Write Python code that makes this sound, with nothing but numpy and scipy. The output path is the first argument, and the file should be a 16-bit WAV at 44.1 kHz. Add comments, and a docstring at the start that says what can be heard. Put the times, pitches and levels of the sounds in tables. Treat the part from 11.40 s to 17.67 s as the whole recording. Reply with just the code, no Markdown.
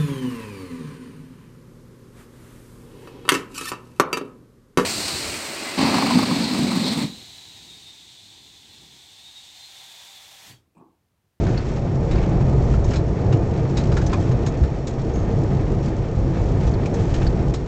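"""Tyres on a gravel road at steady speed, heard from inside the car, microphone behind the windscreen.
All around, the uneven road shakes the body and booms in the cabin, and ruts land as low thuds.
Below, the tread crunches and sprays grit into the wheel arches. Single stones tick against the
underside, and one sets a metal part ringing. A faint electronic whine stays on throughout."""
import sys
import numpy as np
from scipy import signal
from scipy.fft import rfft, irfft
from scipy.io import wavfile

SR = 44100
rng = np.random.default_rng(int(sys.argv[2]) if len(sys.argv) > 2 else 0)


def log_audio(samples):
    """Write samples as a 16-bit WAV file to the path given in sys.argv[1]."""
    # one column per channel
    frames = np.atleast_2d(samples).T
    # limit to full scale, then quantise
    limited = np.clip(frames, -1, 1)
    pcm = np.round(limited * 32767).astype(np.int16)
    wavfile.write(sys.argv[1], SR, pcm)


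N = 276507

# cabin air and panel resonances around the microphone: centre_hz, width_hz, lift_db
CABIN_RESONANCES = [(52.4, 4, 1.5), (70, 14, 4), (103, 17, 6), (135, 9.1, 9.5), (172, 16, 4.5),
                    (215, 4.7, 1.5), (324, 26, 3.5), (458.2, 9.3, 5.5), (502.6, 3.2, 5.5),
                    (565.3, 6.7, 6.5), (684, 80, 5.5), (1235, 110, 4), (1503, 21, 2.5), (1817, 57, 5),
                    (2610, 190, 5), (3960, 57, 0.5), (4340, 250, 2.5)]
# spectrum of each road layer before the cabin colours it: frequency_hz, relative_db
SHAKE_SPECTRUM = [(12, -9.5), (24, -3.5), (45, 1.5), (66, 0.5), (85, -16), (130, -45)]
BOOM_SPECTRUM = [(55, -26.5), (80, 3), (100, 4.5), (140, 2.5), (190, -0.5), (240, -20.5), (350, -34)]
ROAR_SPECTRUM = [(140, -18.5), (220, 2), (280, -1), (380, 0.5), (520, -5.5), (680, -12), (850, -11.5),
                 (1050, -19.5), (1400, -26.5), (2500, -34.5)]
CRUNCH_SPECTRUM = [(700, -12.5), (1150, -4), (1600, -5.5), (2200, -6), (2800, -14.5), (3600, -14.5),
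                   (6000, -26.5)]
SPRAY_SPECTRUM = [(1800, -15.5), (3000, 2), (3800, -1.5), (5000, -1), (6500, -0.5), (7500, -4), (8800, -18)]
# roughness of the road under the tyres: time_s, relative_db
ROUGHNESS = [(0, -20.5), (0.1, -19.5), (0.22, -25.5), (0.8, -20), (1.2, -19.5), (1.65, -23), (1.95, -19),
             (2.1, -22), (2.65, -20.5), (3.1, -22), (3.35, -26), (3.7, -23), (4.1, -21), (4.65, -24.5),
             (5.05, -21), (5.8, -21.5), (6.05, -21.5), (6.27, -27.5)]
# longer waves in the road rock the body on its springs: time_s, shake_db
ROAD_SWELL = [(0, -25), (0.45, -26), (0.78, -23), (1.05, -22), (1.35, -22), (2.1, -26), (2.42, -22.5),
              (3.2, -26.5), (3.5, -31), (3.85, -25), (4.7, -27), (5.25, -19.5), (5.5, -25.5), (5.8, -18),
              (6.27, -33.5)]
# patches of loose gravel: start_s, length_s, spray_rise_db
LOOSE_PATCHES = [(-0.05, 0.45, 3), (0.633, 0.24, 2.5), (1.223, 0.16, 3.5), (1.45, 0.13, 5),
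                 (2.287, 0.63, 2.5), (4.418, 0.09, 5), (4.89, 0.25, 1.5), (5.175, 0.15, 3),
                 (5.526, 0.39, 4)]
# stones on the underside: start_s, level_db, brightness_db_per_octave, spot_pitch_hz, spot_level_db
STONE_HITS = [(0.065, -48, -7.5, 1900, -52), (0.173, -50.5, -9, 4360, -35), (0.710, -45.5, -4.5, 3830, -45),
              (0.755, -54, -12, 4450, -44), (0.78, -55, -6, 2320, -40), (0.834, -54, -6, 2800, -44),
              (1.338, -49, -10.5, 1390, -42), (1.442, -51, 2, 6360, -45), (1.513, -48, -8, 5300, -49),
              (1.533, -42.5, -5.5, 2400, -40), (1.557, -42.5, -3, 4070, -41), (1.924, -45, -4, 2850, -40),
              (2.369, -40, -1.5, 3840, -37), (2.518, -46, -7, 4800, -47), (2.566, -40.5, -5.5, 1380, -30.5),
              (2.613, -47.5, -4, 1550, -38), (2.663, -50.5, 3, 6000, -37.5), (2.728, -44.5, -7, 1020, -25),
              (2.731, -51, 5, 2470, -34), (2.912, -49.5, -7, 6550, -49), (3.062, -42, -4, 6550, -41),
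              (3.235, -49, -6.5, 1760, -47), (3.470, -44.5, -2, 6830, -43), (4.033, -56, 2, 4900, -60),
              (5.273, -49, -7, 5840, -49), (5.337, -61, 0, 4360, -43), (5.456, -48, -1, 2450, -37.5),
              (5.54, -48, -3, 6300, -43), (5.74, -43, -3, 2950, -43), (5.816, -48.5, -10, 2580, -41),
              (5.866, -57, -15, 4380, -34), (6.137, -41.5, -3, 4160, -45)]
# the floor pan's modes, shared by all stones: pitch_hz, relative_db
FLOOR_PAN_MODES = [(1143, 0), (2300, -2), (3800, 2.5), (5200, 3), (6700, 2.5)]
# ruts that jolt the suspension: start_s, level_db, pitch_hz
RUTS = [(0.106, -8, 123), (0.731, -7, 47.7), (1.145, -9, 64.5), (1.347, -5, 55), (2.464, -14, 50.7),
        (2.89, -4.5, 127), (3.215, -2, 66.5), (3.828, -10, 50.4), (5.143, -7.5, 101), (5.245, -7, 52),
        (6.069, -8, 55.3)]
# modes of a bare metal part: pitch_hz, relative_db, t60_s
METAL_MODES = [(6400, 0, .45), (6540, -11, .4), (6923, -8, .5)]


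def from_db(db):
    """Decibels to gain."""
    return 10 ** (np.asarray(db) / 20)


def unit_rms(x):
    """Scale to rms 1."""
    return x / np.sqrt(np.mean(x ** 2) + 1e-20)


def curve(rows):
    """A table of times and values, read at every sample."""
    times, values = np.transpose(rows)
    return np.interp(np.arange(N) / SR, times, values)


def drift(rate_hz):
    """A smooth random wander, mostly slower than rate_hz; rms 1."""
    step, settle = 40, 2000
    pole = np.exp(-2 * np.pi * rate_hz * step / SR)
    noise = rng.standard_normal(N // step + settle + 2)
    slow = signal.lfilter([1], [1, -2 * pole, pole ** 2], noise)[settle:]
    return np.interp(np.arange(N) / step, np.arange(len(slow)), unit_rms(slow))


def resonate(x, hz, width_hz):
    """Two-pole resonance with gain 1 at its peak."""
    r = np.exp(-np.pi * width_hz / SR)
    gain = (1 - r * r) / 2
    return signal.lfilter([gain, 0, -gain], [1, -2 * r * np.cos(2 * np.pi * hz / SR), r * r], x)


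def add(out, start_s, sound):
    """Mix a sound in at start_s."""
    start = int(start_s * SR)
    out[start:start + len(sound)] += sound[:N - start]


def through_cabin(force, spectrum):
    """The path to the microphone: a force takes on its spectrum and the cabin's resonances; rms 1."""
    hz = np.maximum(np.arange(N // 2 + 1) * SR / N, 1)
    points_hz, levels_db = np.transpose(spectrum)
    db = np.interp(np.log(hz), np.log(points_hz), levels_db, left=-70, right=-70)
    for centre_hz, width_hz, lift_db in CABIN_RESONANCES:
        db += lift_db / (1 + (2 * (hz - centre_hz) / width_hz) ** 2)
    return unit_rms(irfft(rfft(force) * from_db(db), N))


def road_rumble(rough_db, boom_db=-21.5, roar_db=-26.5):
    """All around: countless bumps push at random on the body, harder where the road is rough."""
    shake = from_db(curve(ROAD_SWELL)) * through_cabin(rng.standard_normal(N), SHAKE_SPECTRUM)
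    boom = from_db(boom_db + 1.26 * rough_db) * through_cabin(rng.standard_normal(N), BOOM_SPECTRUM)
    roar = from_db(roar_db + 0.95 * rough_db) * through_cabin(rng.standard_normal(N), ROAR_SPECTRUM)
    return shake + boom + roar


def loose_gravel_db(edge_s=0.05):
    """The spray's rise as the tyres roll into each loose patch, cross it and leave it."""
    t = np.arange(N) / SR
    return sum(rise_db * np.clip(np.minimum(t - start_s, start_s + length_s - t) / edge_s, 0, 1)
               for start_s, length_s, rise_db in LOOSE_PATCHES)


def pebbles(per_s, spread_db, t60_s):
    """Pebbles land at random, each a brief rattle, over an equally loud bed of fine sand."""
    sizes = from_db(spread_db * np.minimum(rng.exponential(1, N), 4))
    landings = rng.random(N) < per_s / SR
    power_decay = from_db(-60 / (t60_s * SR)) ** 2
    power = signal.lfilter([1], [1, -power_decay], landings * sizes ** 2 + 1e-18)
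    return np.sqrt(power / power.mean() + 1) * rng.standard_normal(N)


def tyre_gravel(rough_db):
    """At the wheels: gravel grinds under the tread and flies up in clumps, more where it lies loose."""
    loose_db = loose_gravel_db()
    crunch_db = -48 + 0.23 * rough_db + 0.89 * loose_db
    spray_db = -53 + 0.25 * rough_db + loose_db
    clumps = from_db(0.6 * drift(25))
    looseness = from_db(spray_db - spray_db.mean())
    crunch = through_cabin(pebbles(260 * looseness, spread_db=9, t60_s=0.32), CRUNCH_SPECTRUM)
    spray = through_cabin(pebbles(220 * looseness, spread_db=2.6, t60_s=0.035), SPRAY_SPECTRUM)
    return clumps * (from_db(crunch_db) * crunch + from_db(spray_db) * spray)


def electronic_whine(pitch_hz=5550, wobble_hz=1.5, level_db=-62, flutter_db=1.3):
    """Faint in the cabin: a thin electronic tone that wavers slightly in level and pitch."""
    hz = pitch_hz + wobble_hz * drift(12)
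    gain = from_db(level_db + flutter_db * drift(14))
    return gain * np.sin(2 * np.pi * np.cumsum(hz) / SR)


def struck_panel(modes, t60_s, clatter, ring_width_hz, clatter_spread, rise_s=0.002):
    """A panel rings at its modes amid a clatter of lesser ones; reflections smear the blow."""
    t = np.arange(SR // 6) / SR
    envelope = (1 - np.exp(-t / rise_s)) * from_db(-60 * t / t60_s)

    def cluster(hz, width_hz):
        """Modes round one pitch, dying together; rms 1."""
        band = resonate(rng.standard_normal(len(t)), hz, width_hz)
        return unit_rms(envelope * resonate(band, hz, width_hz))

    sound = np.zeros(len(t))
    for hz, db in modes:
        ring = cluster(hz, ring_width_hz)
        rattle = cluster(hz, clatter_spread * np.sqrt(hz))
        sound += from_db(db) * unit_rms(ring + clatter * rattle)
    return sound * np.sqrt(np.mean(envelope ** 2)) / envelope.max()  # levels hold at the crest


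def stone_ticks(middling_db=-47, doubling_db=11.5, pivot_hz=3000):
    """Just under the floor: each stone thrown by a tyre rattles the pan and rings the spot it hits."""
    out = np.zeros(N)
    for start_s, level_db, brightness, spot_hz, spot_db in STONE_HITS:
        linger = 2 ** ((level_db - middling_db) / doubling_db)  # heavier stones ring longer
        pan_modes = [(hz, level_db + db + brightness * np.log2(hz / pivot_hz))
                     for hz, db in FLOOR_PAN_MODES]
        pan = struck_panel(pan_modes, t60_s=0.074 * linger,
                           clatter=1, ring_width_hz=800, clatter_spread=36)
        spot = struck_panel([(spot_hz, spot_db)], t60_s=0.081 * linger,
                            clatter=0.61, ring_width_hz=300, clatter_spread=25)
        add(out, start_s, pan + spot)
    return out


def rut_thuds(t60_s=0.18, rise_s=0.0055):
    """Up through the suspension: each rut kicks the body, which thuds for a few cycles."""
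    out, t = np.zeros(N), np.arange(SR // 3) / SR
    envelope = (1 - np.exp(-t / rise_s)) * from_db(-60 * t / t60_s)
    for start_s, level_db, pitch_hz in RUTS:
        add(out, start_s, from_db(level_db) * envelope * np.sin(2 * np.pi * pitch_hz * t))
    return out


def metal_ping(start_s=3.739, level_db=-46.5):
    """Under the car: one stone glances off stiff metal, which rings on."""
    out, t = np.zeros(N), np.arange(SR // 2) / SR
    for pitch_hz, relative_db, t60_s in METAL_MODES:
        envelope = from_db(level_db + relative_db - 60 * t / t60_s)
        add(out, start_s, envelope * np.sin(2 * np.pi * pitch_hz * t))
    return out


def scene():
    """Everything as heard from one spot behind the windscreen, in mono."""
    rough_db = curve(ROUGHNESS)
    rough_db -= rough_db.mean()  # 0 dB is average road
    road = road_rumble(rough_db) + tyre_gravel(rough_db)
    impacts = stone_ticks() + rut_thuds() + metal_ping()
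    return (road + impacts + electronic_whine())[None]


def record(dry):
    """A small camera's microphone, its treble falling steeply above about 8 kHz."""
    stopband_hz = 9594
    return signal.sosfilt(signal.cheby2(14, 70, stopband_hz, fs=SR, output="sos"), dry)


dry = scene()
out = record(dry)
log_audio(out)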